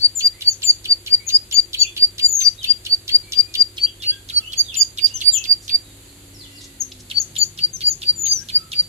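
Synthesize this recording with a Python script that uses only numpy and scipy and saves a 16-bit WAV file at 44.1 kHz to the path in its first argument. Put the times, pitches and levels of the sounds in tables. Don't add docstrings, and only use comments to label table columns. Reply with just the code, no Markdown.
import sys
import numpy as np
from scipy import signal
from scipy.fft import rfft, irfft
from scipy.io import wavfile
from scipy.ndimage import uniform_filter1d, minimum_filter1d, map_coordinates

SR = 44100
rng = np.random.default_rng(int(sys.argv[2]) if len(sys.argv) > 2 else 0)


def transcribe(signal):
    frames = np.atleast_2d(signal).T
    limited = np.clip(frames, -1, 1)
    pcm = np.round(limited * 32767).astype(np.int16)
    wavfile.write(sys.argv[1], SR, pcm)


N = 391608
TIME = np.arange(N) / SR

# time of the chip in seconds, seconds from there to the note's peak,
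# base pitch in Hz, relative level in dB.
SYLLABLES = [(-0.012, 0.067, 2333.0, -10.8), (0.208, 0.059, 2371.0, -11.4), (0.422, 0.064, 2308.0, -12.2),
             (0.633, 0.069, 2322.0, -10.4), (0.856, 0.064, 2338.0, -11.4), (1.076, 0.066, 2368.0, -11.0),
             (1.303, 0.057, 2406.0, -9.9), (1.525, 0.066, 2345.0, -8.6), (1.745, 0.078, 2272.0, -9.8),
             (1.976, 0.063, 2341.0, -10.2), (2.196, 0.062, 2337.0, -10.1), (2.414, 0.06, 2348.0, -9.5),
             (2.645, 0.069, 2358.0, -10.4), (2.865, 0.071, 2316.0, -12.3), (3.093, 0.065, 2342.0, -10.1),
             (3.334, 0.067, 2371.0, -9.4), (3.553, 0.064, 2379.0, -8.4), (3.782, 0.063, 2333.0, -13.9),
             (4.036, 0.065, 2311.0, -15.8), (4.301, 0.075, 2268.0, -15.2), (4.535, 0.073, 2348.0, -13.8),
             (4.756, 0.067, 2387.0, -9.8), (4.988, 0.067, 2369.0, -10.5), (5.217, 0.071, 2361.0, -8.5),
             (5.453, 0.065, 2349.0, -11.4), (5.695, 0.057, 2333.0, -13.0), (7.113, 0.068, 2284.0, -14.6),
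             (7.365, 0.063, 2306.0, -14.8), (7.59, 0.056, 2333.0, -15.4), (7.818, 0.063, 2380.0, -13.5),
             (8.032, 0.064, 2335.0, -13.9), (8.268, 0.058, 2379.0, -16.5), (8.498, 0.065, 2371.0, -13.5),
             (8.732, 0.07, 2342.0, -13.8)]
# multiple of the base pitch, level in dB.
NOTE_HARMONICS = [(1, -43), (2, 0), (3, -36), (4, -30), (5, -38), (6, -41)]
# time in seconds, left minus right level in dB.
FACING = [(0, 6.5), (.3, 1.5), (1.35, 3), (1.6, 11), (2.1, -1.5), (2.6, 14), (2.95, -2), (3.4, 10.5),
          (4.1, 0.5), (5, -12), (5.75, -3), (7.2, 8.5), (7.65, 3.5), (8.8, 0.5)]


def prinia_notes(attack_s=.044, release_s=.016, opening_s=.013, held_back_db=7, arch_hz=60):
    out = np.zeros((2, N))
    t = np.arange(-.065, .03, 1 / SR)
    for chip_time, delay, hz, db in SYLLABLES:
        peak_time = chip_time + delay
        stretch = np.exp(.14 * rng.standard_normal(3))
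        attack, release, opening = np.array([attack_s, release_s, opening_s]) * stretch
        swell_db = 4 - 20 * np.where(t < 0, np.abs(t / attack) ** 1.5, np.abs(t / release) ** 3)
        held_db = held_back_db * rng.uniform(.4, 1) * (1 - np.tanh((t + opening) / .0018)) / 2
        below_top_hz = arch_hz * rng.uniform(0, 2) * (t / np.where(t < 0, .045, .03)) ** 2
        waver = .006 * wander(100, len(t)) + .007 * wander(900, len(t))
        flutter_db = 1.3 * wander(240, len(t))
        scatter_db = 4 * rng.standard_normal(len(NOTE_HARMONICS))
        harmonics = [(k, level + (k != 2) * shift)
                     for (k, level), shift in zip(NOTE_HARMONICS, scatter_db)]
        voice = tone((hz - below_top_hz) * (1 + waver), harmonics)
        voice *= undb(db + swell_db - held_db + flutter_db)
        pan_db = np.interp(peak_time, *np.transpose(FACING))
        lag_ms = perch_lag(peak_time) + .007 * rng.standard_normal()
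        add(out, peak_time + t[0], voice, pan_db, lag_ms)
    return room(out, early_db=-17, tail_db=-21.5, tail_s=.21, early_s=.008)


# seconds from the chip's peak, pitch in Hz, relative level in dB.
TICK_SWEEP = [(-.0145, 7800, -14), (-.0128, 5800, -6), (-.0115, 3800, 1), (-.0098, 2200, -11)]
# seconds from its peak, pitch in Hz, relative level in dB.
CHIP_SWEEP = [(-.008, 5400, -20), (-.004, 4500, -6), (-.001, 3650, 1), (.002, 3100, 0), (.004, 2750, -4),
              (.007, 2300, -11), (.01, 2000, -25)]


def prinia_chips(roughness=.047, flutter_db=3):
    out = np.zeros((2, N))
    for chip_time, _, _, syllable_db in SYLLABLES:
        chip_db = -17.5 + .73 * syllable_db
        for sweep in (TICK_SWEEP, CHIP_SWEEP):
            times, hz, swell_db = np.transpose(sweep)
            times = times * np.exp(.1 * rng.standard_normal())
            t = np.arange(times[0], times[-1], 1 / SR)
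            detune = roughness * wander(917, len(t)) + .025 * rng.standard_normal()
            pitch = np.interp(t, times, hz) * (1 + detune)
            level_db = chip_db + np.interp(t, times, swell_db) + flutter_db * wander(685, len(t))
            voice = tone(pitch, [(1, 0), (2, -23), (3, -21)]) * signal.windows.tukey(len(t), .3)
            scratch = undb(-14) * band_noise(7000, 1.1, len(t))
            chip = (voice + scratch) * undb(level_db)
            add(out, chip_time + t[0], chip, pan_db=-1, lag_ms=perch_lag(chip_time))
    return room(out, early_db=-4, tail_db=-9, tail_s=.17)


def prinia_rasp(chip_s=.018, note_s=.05):
    out = np.zeros((2, N))
    t = np.arange(-.05, .14, 1 / SR)
    bands = [(1800, -60), (4800, -49), (10000, -53)]
    for chip_time, delay, _, _ in SYLLABLES:
        around_chip = undb(-1) * np.exp(-(t / chip_s) ** 2)
        under_note = undb(-3) * np.exp(-((t - delay) / note_s) ** 2)
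        for pan_db in (-20, 20):
            hiss = sum(undb(db) * band_noise(hz, .6, len(t)) for hz, db in bands)
            flutter = undb(2 * wander(140, len(t)))
            add(out, chip_time + t[0], hiss * (around_chip + under_note) * flutter, pan_db)
    return out


# time in seconds, delay of the left side in milliseconds.
PERCH = [(3.6, .14), (4.0, .315), (4.4, .315), (4.7, .35), (5.8, .355), (7.2, .275), (8.1, .305)]


def perch_lag(time):
    return np.interp(time, *np.transpose(PERCH))


# start in seconds, length in seconds, rough starting pitch in Hz, relative level in dB.
WHISTLES = [(0.149, 0.059, 7300, -19.5), (0.483, 0.053, 7060, -22.5), (0.63, 0.073, 7405, -16.5),
            (1.265, 0.035, 6820, -21.5), (1.523, 0.048, 7130, -18), (1.788, 0.056, 7100, -19),
            (2.223, 0.26, 7290, -17), (4.574, 0.029, 6740, -19.5), (4.76, 0.063, 7230, -14.5),
            (5.138, 0.044, 6440, -22.5), (5.315, 0.075, 7350, -14.5), (6.798, 0.029, 6720, -20),
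            (7.192, 0.033, 6830, -16.5), (7.376, 0.07, 7240, -16.5), (7.728, 0.046, 6490, -27),
            (7.863, 0.07, 7150, -20), (8.153, 0.26, 7180, -19.5)]


def whistling_bird(knee=.71, typical_s=.11):
    out = np.zeros((2, N))
    for start, length, hz, db in WHISTLES:
        progress = np.linspace(0, 1, int(length * SR))
        sag_hz = 626 * np.sqrt(length / typical_s) * progress / knee
        past_knee = np.maximum(progress - knee, 0) / (1 - knee)
        drop_hz = 1250 * past_knee ** 2 * np.sqrt(min(typical_s / length, 1))
        pitch = (hz + 40 - sag_hz - drop_hz) * (1 + .0082 * wander(252.7, len(progress)))
        swell = np.interp(progress, [0, .1, .35, .78, .92, 1], [0, .4, 1.1, 1.05, .35, 0])
        flutter_db = 2.2 * wander(170, len(progress))
        voice = tone(pitch, [(1, -1.5), (2, -22)]) * swell * undb(db - 1 + flutter_db)
        add(out, start, voice, pan_db=7, lag_ms=.14)
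    return room(out, early_db=-6, tail_db=-12, tail_s=.25, early_s=.014)


# start in seconds, length in seconds,
# starting pitch in Hz (raised to low_hz if below it), relative level in dB.
WARBLES = [(1.765, 0.12, 3970, -35), (2.578, .12, 3850, -37), (3.837, 0.054, 2670, -40.5),
           (3.994, 0.15, 3635, -38.5), (4.393, 0.12, 3270, -42), (4.645, 0.14, 4017, -37),
           (5.091, 0.097, 2600, -39), (5.305, .11, 3900, -34)]


def warbler(fall_hz_per_s=15500, low_hz=2680, end_hz=3400):
    out = np.zeros((2, N))
    for start, length, hz, db in WARBLES:
        fall_s = np.clip((hz - low_hz) / fall_hz_per_s, 0, length)
        bend = np.interp(np.arange(0, length, 1 / SR), [0, fall_s, length], [-1, 0, 1])
        height_hz = np.where(bend < 0, hz, end_hz) - low_hz
        pitch = low_hz + height_hz * np.sin(np.pi / 2 * bend) ** 2
        call = gliding_call(pitch, waver=.0363, overtone_db=-25, flutter_db=4.5)
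        add(out, start, call * undb(db - 7))
    return room(out, early_db=4.5, tail_db=7.5, tail_s=.24)


# start in seconds, length in seconds, first and last pitch in Hz,
# relative level in dB.
PIPES = [(0.283, 0.13, 1770, 2380, -64), (1.134, 0.16, 1865, 2650, -60), (3.201, 0.38, 2270, 2533, -64),
         (4.095, 0.11, 1600, 1611, -64), (4.306, .17, 1400, 1213, -64.5), (5.827, 0.098, 3840, 3730, -63),
         (6.306, 0.5, 2037, 1915, -65.5), (6.509, 0.074, 2800, 2795, -55),
         (8.377, 0.098, 1570, 1674, -62.5), (8.57, 0.096, 1340, 1260, -60.5)]
# start in seconds, length in seconds, starting pitch in Hz.
FAR_CHIRPS = [(3.227, 0.017, 4580), (6.088, 0.011, 4440), (6.337, 0.037, 5920), (6.382, .09, 5160),
              (6.549, 0.079, 5570)]


def far_birds(fall_octaves_per_s=10):
    out = np.zeros((2, N))
    for start, length, start_hz, end_hz, db in PIPES:
        pitch = np.linspace(start_hz, end_hz, int(length * SR))
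        add(out, start, gliding_call(pitch, waver=.011, overtone_db=-14, flutter_db=4.5) * undb(db))
    for start, length, hz in FAR_CHIRPS:
        pitch = hz * 2 ** (-fall_octaves_per_s * np.arange(0, length, 1 / SR))
        add(out, start, gliding_call(pitch, waver=.03, overtone_db=-14, flutter_db=4) * undb(-52))
    return room(out, early_db=5, tail_db=6, tail_s=.5)


# time of the middle
# in seconds, half the length in seconds, centre frequency in Hz, relative level in dB.
PUFFS = [(5.646, 0.047, 6360, -42.5), (6.635, 0.045, 5400, -41.5), (6.922, 0.0075, 3870, -30),
         (7.003, 0.018, 5500, -41), (3.646, 0.082, 7050, -62), (5.077, 0.033, 4500, -33.5)]


def rustles_and_tick():
    out = np.zeros((2, N))
    for middle, half_length, hz, db in PUFFS:
        size = int(2 * half_length * SR)
        grain = undb(3 * wander(200, size))
        puff = band_noise(hz, .69, size) * np.hanning(size) * grain
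        add(out, middle - half_length, puff * undb(db - 3))
    return room(out, early_db=-6, tail_db=-6, tail_s=.28)


# frequency in Hz, relative level in dB.
AIR_SPECTRUM = [(18, -45), (30, -5.5), (107, -5.5), (150, -11), (253, -13.5), (355, -16.5), (448, -16),
                (1140, -23.5), (3980, -18), (4650, -16), (5440, -32.5), (7060, -14), (8690, -21),
                (11300, -19), (15000, -35)]
# frequency in Hz, likeness (1 means the same).
AIR_LIKENESS = [(60, 1), (250, 0.86), (600, 0.23), (1200, 0.093), (12000, 0.015)]


def room_air(level_db=-46):
    likeness = np.clip(spectrum_curve(AIR_LIKENESS), -1, 1)
    colour = undb(spectrum_curve(AIR_SPECTRUM))
    mid = irfft(rfft(rng.standard_normal(N)) * colour * np.sqrt(1 + likeness), N)
    side = irfft(rfft(rng.standard_normal(N)) * colour * np.sqrt(1 - likeness), N)
    return unit(np.array([mid + side, mid - side])) * undb(level_db - .53 * wander(3.6, N))


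# frequency in Hz, level in dB.
HUM_TONES = [(47, -56.5), (64, -59), (100, -51.5), (519, -68.5)]


def electrical_hum(drift_hz=.55, flicker_db=.44):
    return sum(tone(hz + drift_hz * wander(4.7, N), [(1, db)]) * undb(flicker_db * wander(3.55, N))
               for hz, db in HUM_TONES)


# time in seconds, firings per second, relative level in dB.
ENGINE = [(3.2, 54.9, -72), (3.8, 54, -65.5), (5.4, 53.8, -63), (6.3, 58, -55), (6.7, 55.7, -53.5),
          (7.2, 47, -56.5), (7.5, 46.4, -62)]
# time in seconds, level in dB.
RUMBLE = [(0, -72), (4, -65.5), (7.1, -62), (7.35, -52.5), (8.88, -52)]


def traffic():
    times, firing_hz, db = np.transpose(ENGINE)
    firing = np.interp(TIME, times, firing_hz) * (1 + .02 * wander(45, N))
    engine = tone(firing, [(4, -11), (5, .5), (6, -29), (7, -14)])
    engine *= undb(np.interp(TIME, times, db) + 2 * wander(4.7, N))
    rumble = band_noise(152.6, .28, N) * undb(np.interp(TIME, *np.transpose(RUMBLE)))
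    drone = band_noise(349, .2, N) * undb(-58 + 2 * wander(2.483, N))
    return engine + rumble + drone


def room(dry, early_db, tail_db, tail_s, early_s=.0074):
    t = TIME[:SR // 2]
    shape = (2, len(t))
    sparse_echoes = rng.standard_normal(shape) * (rng.random(shape) < .1)
    early = sparse_echoes * np.exp(-t / early_s) * (t > .001)
    tail = rng.standard_normal(shape) * np.exp(-np.log(1000) * t / tail_s) * (t > .008)
    echoes = (undb(early_db) * unit(early) + undb(tail_db) * unit(tail)) / np.sqrt(len(t))
    return dry + signal.fftconvolve(dry, echoes, axes=1)[:, :N]


def gliding_call(pitch, waver, overtone_db, flutter_db):
    progress = np.linspace(0, 1, len(pitch))
    voice = tone(pitch * (1 + waver * wander(118.5, len(pitch))), [(1, 0), (2, overtone_db)])
    swell = 2 * np.sqrt(progress * (1 - progress))
    return voice * swell * undb(flutter_db * wander(99.8, len(pitch)))


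def tone(hz, harmonics):
    phase = 2 * np.pi * np.cumsum(hz) / SR
    return np.sqrt(2) * sum(undb(db) * np.sin(k * phase) * (k * hz < SR / 2) for k, db in harmonics)


def band_noise(hz, octaves, size):
    frequencies = np.fft.rfftfreq(size, 1 / SR) + 1
    bell = np.exp(-(np.log2(frequencies / hz) / octaves) ** 2)
    return unit(irfft(rfft(rng.standard_normal(size)) * bell, size))


def wander(rate, size):
    return map_coordinates(rng.standard_normal(512), [np.arange(size) * rate / SR], order=3, mode="mirror")


def spectrum_curve(points):
    hz, value = np.transpose(points)
    return np.interp(np.log(np.fft.rfftfreq(N, 1 / SR) + 1), np.log(hz), value)


def add(out, start, sound, pan_db=0, lag_ms=0):
    gains = unit(undb(np.array([pan_db, -pan_db]) / 2))
    for track, gain, lag in zip(out, gains, (lag_ms, 0)):
        offset = int(start * SR) + round(lag * SR / 1000)
        first, last = np.clip([offset, offset + len(sound)], 0, N)
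        track[first:last] += gain * sound[first - offset:last - offset]


def undb(db):
    return 10 ** (np.asarray(db) / 20)


def unit(x):
    return x / np.sqrt(np.mean(x ** 2))


def scene():
    prinia = prinia_notes() + prinia_chips() + prinia_rasp()
    other_birds = whistling_bird() + warbler() + far_birds()
    return prinia + other_birds + rustles_and_tick() + room_air() + electrical_hum() + traffic()


# frequency in Hz, left and right gain in dB.
MIC_COLOUR = [(5000, 0, 0), (7200, 1, -2.5), (8600, -3, 0), (10800, -7, 2.5), (14200, -6, 2.5),
              (15400, -14, -7)]


def record(dry, ceiling=.98, top_hz=15400):
    hz, *sides = np.transpose(MIC_COLOUR)
    colour = undb([spectrum_curve(np.c_[hz, db]) for db in sides])
    coloured = irfft(rfft(dry) * colour, N)
    needed_gain = ceiling / np.maximum(np.abs(coloured), ceiling)
    smooth_gain = uniform_filter1d(minimum_filter1d(needed_gain, size=180), size=180)
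    lowpass = signal.ellip(8, .05, 60, top_hz, fs=SR, output="sos")
    return signal.sosfiltfilt(lowpass, coloured * smooth_gain)


dry = scene()
out = record(dry)
transcribe(out)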